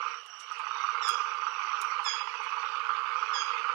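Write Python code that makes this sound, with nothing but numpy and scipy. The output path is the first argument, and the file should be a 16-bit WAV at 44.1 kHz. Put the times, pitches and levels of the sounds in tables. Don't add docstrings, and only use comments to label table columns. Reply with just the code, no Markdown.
import sys
import numpy as np
from scipy import signal
from scipy.io import wavfile
from scipy.ndimage import uniform_filter1d

SR = 44100
rng = np.random.default_rng(int(sys.argv[2]) if len(sys.argv) > 2 else 0)


def master_out(mix):
    frames = np.transpose(np.atleast_2d(mix))
    ceiling = np.clip(frames, -1, 1)
    pcm = np.round(ceiling * 32767).astype(np.int16)
    wavfile.write(sys.argv[1], SR, pcm)


N = 164934


def amp(db):
    return 10 ** (np.asarray(db) / 20)


def unit(x):
    return x / np.sqrt(np.mean(x ** 2) + 1e-20)


def smooth_noise(count, size):
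    return unit(uniform_filter1d(rng.standard_normal(count), size=size))


def read(points, hz):
    point_hz, value = np.transpose(points)
    return np.interp(np.log(hz + 1), np.log(point_hz + 1), value)


def level(points):
    return amp(np.interp(np.arange(N) / SR, *np.transpose(points)))


def add(mix, start_s, sound):
    part = mix[max(round(start_s * SR), 0):][:len(sound)]
    part += sound[:len(part)]


def colour(x, points):
    log_gain = np.log(amp(read(points, abs(np.fft.fftfreq(8192, 1 / SR)))))
    response = np.exp(np.conj(signal.hilbert(log_gain)))
    taps = np.fft.ifft(response).real[:2048]
    return signal.fftconvolve(x, taps)[:len(x)]


def patchy(x, patch_db):
    z = signal.stft(x, nperseg=512)[2]
    patches = uniform_filter1d(rng.standard_normal(z.shape), size=3, axis=0)
    patches = uniform_filter1d(patches, size=7, axis=1)
    return signal.istft(z * amp(patch_db * unit(patches)), nperseg=512)[1][:N]


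# frequency in Hz, time to fall 60 dB in seconds.
TREE_DECAY_HZ_S = [(1300, 0.27), (3300, 0.49), (6000, 0.42), (14000, 0.56)]


def trees(x):
    taps = rng.standard_normal(SR) * (rng.random(SR) < .06)
    hz, t, z = signal.stft(taps, SR, nperseg=256)
    decay = amp(-60 * t / read(TREE_DECAY_HZ_S, hz)[:, None])
    tail = signal.istft(z * decay * (t > .004), SR, nperseg=256)[1]
    return signal.fftconvolve(x, tail / np.linalg.norm(tail))[:len(x)]


# start in seconds, length in seconds, first pitch in Hz, last pitch in Hz,
# fall time in seconds, level in dB before the fades, tilt in dB per harmonic.
CHIRPS = [(1.016, 0.09, 1867, 1644, .034, -36, -1.5), (2.045, 0.065, 1818, 1648, 0.02, -31.5, -1.5),
          (3.33, 0.067, 1832, 1626, 0.01336, -33, -3)]
# frequency in Hz, gain in dB.
MOUTH_HZ_DB = [(1650, -13), (3280, -4), (3700, -8.5), (4900, -3.5), (5450, -0.5), (6500, -7.5),
               (7400, -15.5), (8300, -32.5)]
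CHIRP_RISE_S, CHIRP_RELEASE_S, CHIRP_ECHO_DB = 0.012, 0.0054, 3
CHIRP_JITTER = .0065


def bat(flutter_db=0.5):
    out = np.zeros(N)
    for start_s, length_s, first_hz, last_hz, fall_s, db, tilt_db in CHIRPS:
        t = np.arange(0, length_s, 1 / SR)
        jitter = smooth_noise(SR, 60)[:len(t)]
        glide_hz = last_hz + (first_hz - last_hz) * np.exp(-(t / fall_s) ** 1.5)
        hz = glide_hz * (1 + CHIRP_JITTER * jitter)
        phase = 2 * np.pi * np.cumsum(hz) / SR
        tone = sum(amp(read(MOUTH_HZ_DB, k * hz) + tilt_db * k) * np.sin(k * phase) for k in range(1, 6))
        tone *= amp(flutter_db * smooth_noise(SR, 200)[:len(t)])
        rise = np.minimum(t / CHIRP_RISE_S, 1)
        release = np.minimum((length_s - t) / CHIRP_RELEASE_S, 1)
        call = np.pad(amp(db) * unit(tone) * rise * release, (0, SR))
        echo = amp(CHIRP_ECHO_DB) * call.std() * unit(trees(call))
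        add(out, start_s, call + echo)
    return out


# start in seconds, level in dB before the frog's gain.
HIGH_CROAKS = [(0.0618, -24), (0.3345, -35), (0.5117, -25.5), (0.637, -26.5), (0.7096, -23), (0.838, -21),
               (0.8881, -22.5), (0.9523, -23.5), (1.007, -21), (1.0797, -20), (1.138, -23), (1.201, -22),
               (1.258, -26), (1.3159, -22), (1.4214, -21.5), (1.4671, -20.5), (1.73, -23.5),
               (1.8475, -22.5), (1.922, -22), (2.5232, -23.5), (2.7351, -23), (2.8924, -20), (2.967, -26.5),
               (3.1525, -21.5), (3.2265, -25), (3.29, -24), (3.4188, -21), (3.4786, -25), (3.5046, -21.5),
               (3.6437, -22), (3.6966, -21.5)]
LOW_CROAKS = [(0.027, -34.5), (0.596, -31.5), (0.669, -33.5), (0.756, -30.5), (1.666, -38.5),
              (1.711, -36.5), (1.993, -29), (2.063, -28.5), (2.137, -31.5), (2.207, -31.5), (2.274, -31),
              (2.34, -30.5), (2.401, -31.5), (2.463, -29.5), (2.572, -29), (2.629, -30), (2.716, -36.5),
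              (3.354, -29)]
# frequency in Hz before tuning scatter, relative gain in dB.
HIGH_THROAT_HZ_DB = [(300, -80), (720, -54.5), (850, -19), (1080, -13.5), (1240, 0.5), (1400, -8.5),
                     (1800, -33.5), (2500, -22), (8000, -93.5)]
LOW_THROAT_HZ_DB = [(300, -75.5), (730, -44.5), (830, -4.5), (1130, -1.5), (1400, -10), (1800, -20),
                    (2700, -23), (9000, -89.5)]
HIGH_DB, LOW_DB, CROAK_ECHO_DB = -3.5, 1.5, -7.5
CROAK_PULSE_S, CROAK_FADE_DB = .0052, -2.5
CROAK_TUNING = 0.029


def frog(croaks, throat, gain_db, count=4, scatter_db=1):
    out = np.zeros(N)
    for (start_s, db), chance in zip(croaks, rng.standard_normal((len(croaks), count, 2))):
        pulses = np.zeros(2048)
        for k, (late, strong) in enumerate(chance):
            pulse_s = CROAK_PULSE_S * (k + .15 * late * (k > 0))
            add(pulses, pulse_s, amp([k * CROAK_FADE_DB + scatter_db * strong]))
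        tuned = np.array(throat) * [1 + CROAK_TUNING * chance[0, 0], 1]
        add(out, start_s, amp(db + gain_db) / 2 * unit(colour(pulses, tuned)))
    return out + amp(CROAK_ECHO_DB) * trees(out)


# time in seconds, level in dB before the layer's gain.
CHORUS_LEVEL_S_DB = [(0, -32), (.14, -36), (.25, -53), (.47, -44.5), (.62, -37), (.83, -31), (1.15, -29.5),
                     (1.43, -33), (1.85, -29), (2.33, -37), (2.85, -30), (3.74, -30)]
RASP_LEVEL_S_DB = [(0, -39), (.14, -42), (.28, -62), (.52, -45), (0.78, -41.5), (1.301, -40.5),
                   (1.421, -43), (1.7, -40), (3.049, -41), (3.74, -38)]
DEEP_LEVEL_S_DB = [(0, -48), (.14, -58.5), (.3, -75.5), (.46, -70.5), (.56, -65), (1.15, -51), (1.5, -60.5),
                   (1.95, -58), (2.85, -57.5), (3.74, -53)]
# frequency in Hz, relative gain in dB.
CHORUS_HZ_DB = [(250, -65), (720, -55.5), (820, -15), (1020, -10), (1220, 2), (1380, -6), (1550, -13.5),
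                (1900, -35.5), (6500, -95)]
RASP_HZ_DB = [(400, -53.5), (1800, -2), (2200, 7), (2650, 7.5), (3000, -4.5), (3300, -2.5), (3650, -9),
              (4050, -11), (4750, -7.5), (5200, -15), (6300, -18), (11000, -80.5)]
DEEP_HZ_DB = [(70, -61.5), (200, -31.5), (340, -14), (455, 7.5), (520, 3), (620, -14), (1200, -58)]


def chorus(spectrum, curve, per_s, spread_db, echo_db, gain_db):
    hits = (rng.random(N) < per_s / SR) * rng.choice([-1, 1], N)
    pulses = hits * amp(spread_db * (2 * rng.random(N) - 1))
    voices = colour(pulses, spectrum)
    return amp(gain_db) * level(curve) * unit(voices + amp(echo_db) * trees(voices))


def far_frogs():
    mid = chorus(CHORUS_HZ_DB, CHORUS_LEVEL_S_DB, per_s=700, spread_db=3.5, echo_db=-5.0, gain_db=0.5)
    rasp = chorus(RASP_HZ_DB, RASP_LEVEL_S_DB, per_s=800, spread_db=-0.5, echo_db=-1.5, gain_db=-0.5)
    deep = chorus(DEEP_HZ_DB, DEEP_LEVEL_S_DB, per_s=160, spread_db=2.5, echo_db=-2.5, gain_db=1.5)
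    return mid + patchy(rasp, patch_db=3.5) + deep


# start in seconds, length in seconds, mean pitch in Hz at stroke start,
# nominal peak level in dB before the stroke offset and scatter.
TRILLS = [(0.01, 0.17, 5870, -46.5), (0.267, 0.27, 5863, -46), (0.641, .26, 5960, -46),
          (0.715, 0.13, 3910, -45), (1.013, 0.28, 5937, -47.5), (1.373, .55, 5920, -46.5),
          (2.274, 0.44, 5905, -50.5), (2.613, 0.12, 3790, -46), (3.158, 0.28, 5840, -48.5)]
CRICKET_SAG_HZ, CRICKET_PULSE_S = 340, 0.026
CRICKET_GAP_S = 0.031


def crickets(echo_db=-1, rough=0.011, scatter_hz=45):
    out, t = np.zeros(N), np.arange(0, CRICKET_PULSE_S, 1 / SR)
    u = t / CRICKET_PULSE_S
    for start_s, length_s, top_hz, db in TRILLS:
        for stroke_s in np.arange(start_s, start_s + length_s, CRICKET_GAP_S):
            jitter = smooth_noise(4096, 24)[:len(t)]
            glide_hz = top_hz + scatter_hz * rng.standard_normal() - CRICKET_SAG_HZ * u
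            hz = glide_hz * (1 + rough * jitter)
            whistle = np.sin(np.pi * u) * np.sin(2 * np.pi * np.cumsum(hz) / SR)
            add(out, stroke_s, amp(db - 1 + 2 * rng.standard_normal()) * whistle)
    return out + amp(echo_db) * trees(out)


# time in seconds, snap level in dB, smear level in dB, before filtering.
CLICKS = [(0.261, -52, -80), (0.404, -58, -47), (.522, -70, -56), (.59, -67, -54), (1.0883, -41.5, -41),
          (1.815, -34, -55), (2.04, -60, -51.5), (2.436, -70, -56.5)]
# snap level in dB, edge in Hz before the Nyquist cap.
CLICK_EDGE_DB_HZ = [(-57, 8100), (-37, 48000)]
# frequency in Hz, gain in dB.
CLICK_HZ_DB = [(100, -18.5), (2000, 7.5), (10000, 7.5), (12000, -5), (14400, -1), (15300, -18)]
CLICK_DECAY_S, SMEAR_RISE_S, SMEAR_FALL_S, CLICK_ECHO_DB = 0.0049, 0.0076, .015, -15


def feeding(grain_db=4):
    out, t = np.zeros(N), np.arange(N) / SR
    hiss = rng.standard_normal(N)
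    crackle = unit(hiss * amp(grain_db * smooth_noise(N, 60)))
    for start_s, snap_db, smear_db in CLICKS:
        age_s = t - start_s
        snap = amp(snap_db) * (age_s >= 0) * np.exp(-abs(age_s) / CLICK_DECAY_S) * hiss
        smear_s = np.where(age_s < 0, SMEAR_RISE_S, SMEAR_FALL_S)
        smear = amp(smear_db) * np.exp(-abs(age_s) / smear_s) * crackle
        edge_hz = min(np.interp(snap_db, *np.transpose(CLICK_EDGE_DB_HZ)), SR / 2 - 1)
        out += signal.lfilter(*signal.butter(2, edge_hz, fs=SR), snap + smear + 1e-18)
    out = colour(out, CLICK_HZ_DB)
    return out + amp(CLICK_ECHO_DB) * trees(out)


FAR_INSECT_HZ, FAR_INSECT_WIDTH_HZ, FAR_INSECT_DB = 2915, 240, -48.5


def far_insects():
    edges_hz = FAR_INSECT_HZ + FAR_INSECT_WIDTH_HZ * np.array([-.5, .5])
    band = signal.butter(2, edges_hz, "band", fs=SR, output="sos")
    return amp(FAR_INSECT_DB) * unit(signal.sosfilt(band, rng.standard_normal(N)))


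# frequency in Hz, relative gain in dB.
AIR_HZ_DB = [(120, -43.5), (700, -7), (1300, 7.5), (2300, -5.5), (5200, -12.5), (5750, -13.5),
             (6600, -21.5), (10000, -27), (12500, -38.5)]
AIR_DB = -51


def air():
    hiss = unit(colour(rng.standard_normal(N), AIR_HZ_DB))
    return patchy(amp(AIR_DB) * hiss, patch_db=3)


# frequency in Hz, gain in dB.
LEFT_HZ_DB = [(450, -22), (700, -46.5), (1300, -21), (4200, -34), (4900, -32.5), (6000, -39)]
LEFT_LEAD_S = .00075


def scene():
    frogs = frog(HIGH_CROAKS, HIGH_THROAT_HZ_DB, HIGH_DB) + frog(LOW_CROAKS, LOW_THROAT_HZ_DB, LOW_DB)
    right = bat() + frogs + far_frogs() + crickets() + feeding() + far_insects() + air()
    early = np.pad(right, (0, SR))[round(LEFT_LEAD_S * SR):][:N]
    left = colour(early, LEFT_HZ_DB)
    return np.array([left + trees(left) / 2, right])


EDGE_HZ = 15500


def record(dry):
    taps = signal.firwin(511, EDGE_HZ, window=("kaiser", 9), fs=SR)
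    return signal.oaconvolve(dry, taps[None], "same")


dry = scene()
out = record(dry)
master_out(out)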